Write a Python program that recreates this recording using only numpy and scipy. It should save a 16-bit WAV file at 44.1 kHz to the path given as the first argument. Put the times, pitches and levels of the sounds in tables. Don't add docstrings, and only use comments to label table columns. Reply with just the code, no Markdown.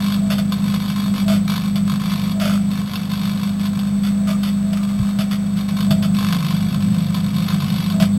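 import sys
import numpy as np
from scipy import signal
from scipy.fft import rfft, irfft
from scipy.io import wavfile

SR = 44100
rng = np.random.default_rng(int(sys.argv[2]) if len(sys.argv) > 2 else 0)


def wav_out(sig):
    wavfile.write(sys.argv[1], SR, np.round(np.clip(np.atleast_2d(sig).T, -1, 1) * 32767).astype(np.int16))


N = 360738
TIME = np.arange(N) / SR
FILTER_HZ = np.fft.rfftfreq(8192, 1 / SR)
MAINS_HZ = 50.13

# time_s, level_db
CASING_CARRY = [(0.0, -32.5), (1.1, -34), (2.4, -33.5), (3.6, -37.5), (4.7, -41.5), (5.4, -39.5),
                (5.95, -28), (7.0, -27), (8.1, -28.5)]
# pitch_hz, width_hz, level_db
CAVITY_MODES = [(472, 74, -7), (710, 152, -2), (1064, 95, 4.5), (1220, 114, -4), (1252, 79, 4),
                (1460, 90, -5), (1550, 68, 2), (1740, 52, -1.5), (2100, 145, -2.5), (2297, 35, 2),
                (2620, 73, 0.5), (2660, 67, -1), (2996, 280, -1), (3375, 150, 3.5), (3627, 130, 2),
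                (3680, 370, 0.5)]
# start_s, length_s, level_db, relative_boom_db, opening_snap_db
PLASMA_FLARES = [(0.301, .04, -22.5, -7, -22), (0.381, 0.01, -23.5, -4, -20), (1.28, 0.089, -25, -7, -9),
                 (1.757, 0.026, -32.5, 0.5, -7), (2.398, .16, -22, -6, -17), (4.033, 0.052, -29, -23, -35),
                 (4.272, 0.041, -27, -6, -20), (4.432, 0.063, -29.5, -19, -9),
                 (4.73, 0.0058, -27.5, -2, -16), (4.769, 0.0076, -30.5, -11, -28),
                 (5.188, 0.032, -26, -3.5, -7.5), (5.311, 0.031, -26.5, -17, -12),
                 (5.907, 0.0071, -22, 6, -6), (6.024, 0.025, -26, -6, -10.5), (8.0, 0.014, -25, 2, -3.5),
                 (8.021, 0.013, -21, -3, -4)]


def amp(db):
    return 10 ** (np.asarray(db) / 20)


def unit(x):
    return x / np.sqrt(np.mean(x ** 2) + 1e-20)


def curve(rows):
    return np.interp(TIME, *np.transpose(rows))


def swing(rows):
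    return curve(rows) - curve(rows).mean()


def spectrum(points, hz):
    points_hz, db = np.transpose(points)
    return amp(np.interp(np.log(hz + 1), np.log(points_hz), db))


def resonances(modes):
    power = 0
    for hz, width_hz, db in modes:
        detuning = (FILTER_HZ - hz) / (.8 * max(width_hz, hz / 25))
        power += amp(db) ** 2 / (1 + detuning ** 2) ** 2
    return np.sqrt(power)


def noise(points):
    gain = spectrum(points, np.fft.rfftfreq(N, 1 / SR))
    return unit(irfft(rfft(rng.standard_normal(N)) * gain, N))


def drift(rate_hz):
    hz = np.fft.rfftfreq(N, 1 / SR)
    return unit(irfft(rfft(rng.standard_normal(N)) * np.exp(-(hz / rate_hz) ** 2), N))


def add(mix, start_s, sound):
    part = mix[max(round(start_s * SR), 0):][:len(sound)]
    part += sound[:len(part)]


def transformer(trim_db=-0.54, usual_db=-19, unrest_db=0.1):
    # time_s, level_db
    load = [(0.0, -18.5), (0.23, -16), (0.95, -20), (1.34, -13.5), (1.55, -22.5), (1.78, -18), (2.2, -21.5),
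            (2.52, -15), (2.94, -22), (3.33, -20.5), (4.18, -16), (5.75, -19.5), (5.95, -16), (6.29, -20.5),
            (6.45, -30.5), (6.58, -19), (7.81, -23), (8.02, -15.5)]
    # mains_multiple, level_db, load_share, casing_share
    harmonics = [(1, -25.5, 1, 0), (2, -16, 0.5, 0.68), (3, -16.5, -1.1, 0.51), (4, -0.5, 1, 0.017),
                 (5, -21.5, 0.4, 0.17), (6, -58, 6.5, 0), (10, -37, 1.5, 0), (13, -34, 1.5, 0)]
    load_db = curve(load) - usual_db + unrest_db * drift(5)
    casing_db, hum = swing(CASING_CARRY), np.zeros(N)
    for multiple, db, load_share, casing_share in harmonics:
        waver_db = abs(1 - load_share) * drift(0.97)
        gain = amp(usual_db + db + load_share * load_db + casing_share * casing_db + waver_db)
        hum += gain * np.sin(2 * np.pi * (multiple * MAINS_HZ * TIME + rng.random()))
    return np.sqrt(2) * amp(trim_db) * hum


def fan(blade_hz=173.6, wander_hz=0.296, tone_db=-26, rumble_db=-27, air_db=-40):
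    # multiple, level_db
    blades = [(1, -1.5), (2, -33), (3, -29.5), (4, -29)]
    # frequency_hz, level_db
    rumble_eq = [(20, -26), (45, -17), (80, -15.5), (125, -3), (160, 1.5), (205, 2), (240, -11),
                 (290, -21.5), (450, -32), (900, -76)]
    # frequency_hz, level_db
    air_eq = [(100, -27), (330, 2), (420, -1.5), (540, 3.5), (720, 4.5), (880, -2.5), (1200, 1),
              (1900, -5.5), (2600, -9.5), (3500, -17), (4000, -10.5)]
    casing_db = swing(CASING_CARRY)
    turns = np.cumsum(blade_hz + wander_hz * drift(1.7)) / SR
    tone = sum(amp(db) * np.sin(2 * np.pi * (k * turns + rng.random())) for k, db in blades)
    tone *= amp(tone_db + 0.62 * casing_db + drift(2.5))
    rumble = noise(rumble_eq) * amp(rumble_db + 0.46 * casing_db + drift(3))
    return np.sqrt(2) * tone + rumble + amp(air_db) * noise(air_eq)


def arc_envelope(start_s, length_s, attack_s, sag_db_per_s, release_db_per_s):
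    t, envelope = TIME[:round((length_s + .3) * SR)], np.zeros(N)
    fall_db = sag_db_per_s * t + release_db_per_s * np.maximum(t - length_s, 0)
    add(envelope, start_s, np.minimum(t / attack_s, 1) * amp(-fall_db))
    return envelope


def discharges(per_s, spread_db, cycle_db, strike, burn, back_db, glow_db):
    turns = TIME * MAINS_HZ - strike + .025 * drift(30)
    cycle, phase = np.floor(turns).astype(int), turns % 1
    strength = amp(cycle_db * np.clip(rng.standard_normal(cycle.max() + 2), -2, 1.4))[cycle]
    back_stroke = amp(back_db) * np.exp(-((phase + .5) % 1) / burn)
    gate = strength * (np.exp(-phase / burn) + back_stroke) + amp(glow_db)
    sizes = amp(spread_db * np.clip(rng.standard_normal(N), -2, 2)) * rng.choice([-1, 1], N)
    fires = rng.random(N) < per_s / SR
    return unit(gate * sizes * fires)


def kicks():
    return unit(np.diff(np.floor(TIME * MAINS_HZ - .18), prepend=-1))


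def oven(drive, gain, echo_db, t60_s):
    log_gain = np.log(np.maximum(gain / gain.max(), 1e-3))
    mirrored = np.concatenate([log_gain, log_gain[-2:0:-1]])
    minimum_phase = np.exp(signal.hilbert(mirrored).conj())
    colour = np.fft.ifft(minimum_phase).real[:len(FILTER_HZ)]
    t = np.arange(SR // 3) / SR
    walls = rng.standard_normal(len(t)) * amp(-60 * t / t60_s)
    walls *= amp(echo_db) / np.linalg.norm(walls)
    walls[0] = 1
    response = signal.fftconvolve(colour, walls)
    return signal.oaconvolve(drive, response / np.linalg.norm(response))[:N]


def sizzle(trim_db=-.5, frying_db=-43.5, door_db=-9, flicker_db=1.9):
    # start_s, length_s, level_db, relative_kick_db
    spells = [(0.0, 0.16, -32, 0.5), (0.51, 0.22, -37, -0.5), (0.738, .025, -36.5, -12),
              (0.797, 0.12, -34, -1), (0.959, 0.12, -33.5, 2.5), (1.136, 0.066, -30.5, -6),
              (1.475, 0.099, -29, 2.5), (1.608, 0.092, -34.5, -6), (1.866, 0.095, -38.5, 7.5),
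              (1.996, 0.096, -35, 2.5), (2.1, 0.22, -32.5, -14), (2.702, 0.098, -33, 3),
              (2.857, 0.26, -36, -0.5), (3.098, 0.4, -34, -2.5), (3.594, .07, -34.5, -7),
              (3.726, 0.16, -40.5, 6), (4.829, 0.0083, -37, -2), (4.887, 0.016, -36.5, -11),
              (4.986, .11, -39.5, 5), (5.568, 0.037, -34.5, 1), (5.679, 0.011, -29.5, -12),
              (5.766, 0.072, -32.5, 3), (6.138, 0.19, -31.5, 3), (6.326, 0.045, -32.5, -10),
              (6.386, .06, -34.5, 1.5), (6.445, .13, -31.5, -5), (6.597, 0.14, -37, -4),
              (6.802, 0.35, -36, -3), (7.142, 0.067, -34.5, -14), (7.228, 0.067, -33.5, -12),
              (7.329, .14, -36, -8), (7.478, .1, -32, 2), (7.594, .27, -31.5, -12), (7.904, 0.052, -39, -3)]
    # pitch_hz, width_hz, level_db
    door_modes = [(1060, 91, 1.5), (1300, 170, -5), (1600, 170, -4.5)]
    sparks = discharges(per_s=11000, spread_db=2.2, cycle_db=1.2,
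                        strike=.11, burn=.31, back_db=-19, glow_db=-15)
    flicker = amp(flicker_db * drift(6.1))
    strength, force = np.zeros((2, N))
    for start_s, length_s, db, kick_db in spells:
        arc = arc_envelope(start_s, length_s, attack_s=.0043, sag_db_per_s=2.1, release_db_per_s=300)
        strength += amp(db) * arc * flicker
        force += amp(db + kick_db) * arc * flicker
    frying = amp(frying_db) * rng.standard_normal(N)
    ringing = oven(sparks * strength + frying, resonances(CAVITY_MODES), echo_db=-7, t60_s=.12)
    door = oven(kicks() * force, resonances(door_modes), echo_db=-8, t60_s=.05)
    return amp(trim_db) * ringing + amp(door_db) * door


def snaps(trim_db=-13, decay_s=.0056):
    # start_s, level_db
    lone_snaps = [(0.1216, -9), (0.3253, -14), (0.5217, -5.5), (0.7397, -11.5), (0.9004, -11.5),
                  (1.158, -24), (1.898, -11.5), (2.9352, -11), (2.9557, -8.5), (3.1358, -10),
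                  (3.4326, -10.5), (3.6531, -8), (3.7917, -13), (5.8062, -9), (6.1853, -8.5), (6.207, -19),
                  (6.325, -2), (6.4477, -16), (6.507, -9.5), (6.7446, -11), (7.1445, -10), (7.6031, -13),
                  (7.6216, -11), (7.9004, -9.5)]
    flare_snaps = [(start_s, snap_db) for start_s, *_, snap_db in PLASMA_FLARES]
    t, drive = np.arange(SR // 50) / SR, np.zeros(N)
    for start_s, db in lone_snaps + flare_snaps:
        add(drive, start_s, amp(db) * rng.choice([-1, 1], len(t)) * np.exp(-t / decay_s))
    return amp(trim_db) * oven(drive, resonances(CAVITY_MODES), echo_db=-2, t60_s=.17)


def ringing_tones():
    # start_s, length_s, level_db, pitch_hz, width_hz
    swells = [(0.19, 0.17, -39.5, 650, 25), (1.254, 0.098, -30, 650, 25), (2.334, 0.19, -35.5, 635, 25),
              (2.423, 0.2, -36, 1330, 170), (4.18, 0.2, -44, 647, 25), (4.264, 0.11, -36, 1216, 40),
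              (4.614, 0.18, -41.5, 655, 25), (4.705, 0.3, -44.5, 1190, 25), (5.856, 0.19, -40, 645, 25),
              (7.913, 0.16, -36, 647, 25)]
    out = np.zeros(N)
    for start_s, length_s, db, hz, width_hz in swells:
        drive = kicks()[round(start_s * SR):][:round(length_s * SR)]
        pole = np.exp((2j * hz - width_hz) * np.pi / SR)
        ring = signal.lfilter([1], [1, -pole], drive).imag
        add(out, start_s, amp(db) * unit(ring) * signal.windows.tukey(len(ring), .5))
    return out


def flares(deep_db=-3):
    # frequency_hz, level_db
    plasma_eq = [(300, -31), (550, 6), (850, 3.5), (1100, 2.5), (1350, 14.5), (1650, 2.5), (1850, 3),
                 (2050, 12.5), (2500, 10), (3000, 9.5), (3600, 13), (4000, 0)]
    # pitch_hz, width_hz, level_db
    boom_mode = [(640, 45, 0)]
    roar = discharges(per_s=12000, spread_db=2, cycle_db=.7,
                      strike=.05, burn=.4, back_db=-12, glow_db=-7)
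    strength, force = np.zeros((2, N))
    for start_s, length_s, db, boom_db, _ in PLASMA_FLARES:
        arc = arc_envelope(start_s, length_s, attack_s=.0027, sag_db_per_s=51, release_db_per_s=960)
        strength += amp(db) * arc
        force += amp(db + boom_db) * arc
    push = unit(kicks() + 1.2 * roar) * force
    bright = oven(roar * strength, spectrum(plasma_eq, FILTER_HZ), echo_db=-1, t60_s=.16)
    deep = oven(push, resonances(boom_mode), echo_db=-16, t60_s=.08)
    return bright + amp(deep_db) * deep


def thumps(rise_s=0.0053):
    # start_s, level_db, pitch_hz
    hits = [(4.997, -9.5, 126), (5.021, -18, 70), (5.189, -10.5, 170), (5.91, -7.5, 158),
            (8.021, -8.5, 164)]
    t, out = np.arange(SR // 10) / SR, np.zeros(N)
    envelope = t / rise_s * np.exp(1 - t / rise_s)
    for start_s, db, hz in hits:
        add(out, start_s, -amp(db) * envelope * np.sin(2 * np.pi * hz * t))
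    return out


def scene():
    return (transformer() + fan() + sizzle() + flares() + ringing_tones() + snaps() + thumps())[None]


def record(dry):
    hold_hz, cutoff_hz, fade_s = 8010, 15760, .006
    fades = np.minimum(np.minimum(TIME, TIME[::-1]) / fade_s, 1)
    narrow = irfft(rfft(dry[0] * fades) * (np.fft.rfftfreq(N, 1 / SR) < hold_hz / 2), N)
    frame = TIME * 30 + .08 * drift(12)
    lag = (.27 + .08 * drift(12)) * (frame % 1 - .5)
    clock = hold_hz * TIME - lag + .03 * drift(500)
    ticks_s = np.interp(np.arange(int(clock[-1])), clock, TIME)
    area = np.cumsum(np.interp(ticks_s, TIME, narrow) * np.diff(ticks_s, prepend=0))
    fine_s = np.arange(2 * N + 1) / (2 * SR)
    stairs = np.diff(np.interp(fine_s, ticks_s, area)) * 2 * SR
    lowpass = signal.firwin(2047, cutoff_hz, window=("kaiser", 9), fs=2 * SR)
    return signal.oaconvolve(stairs, lowpass, "same")[None, ::2]


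dry = scene()
out = record(dry)
wav_out(out)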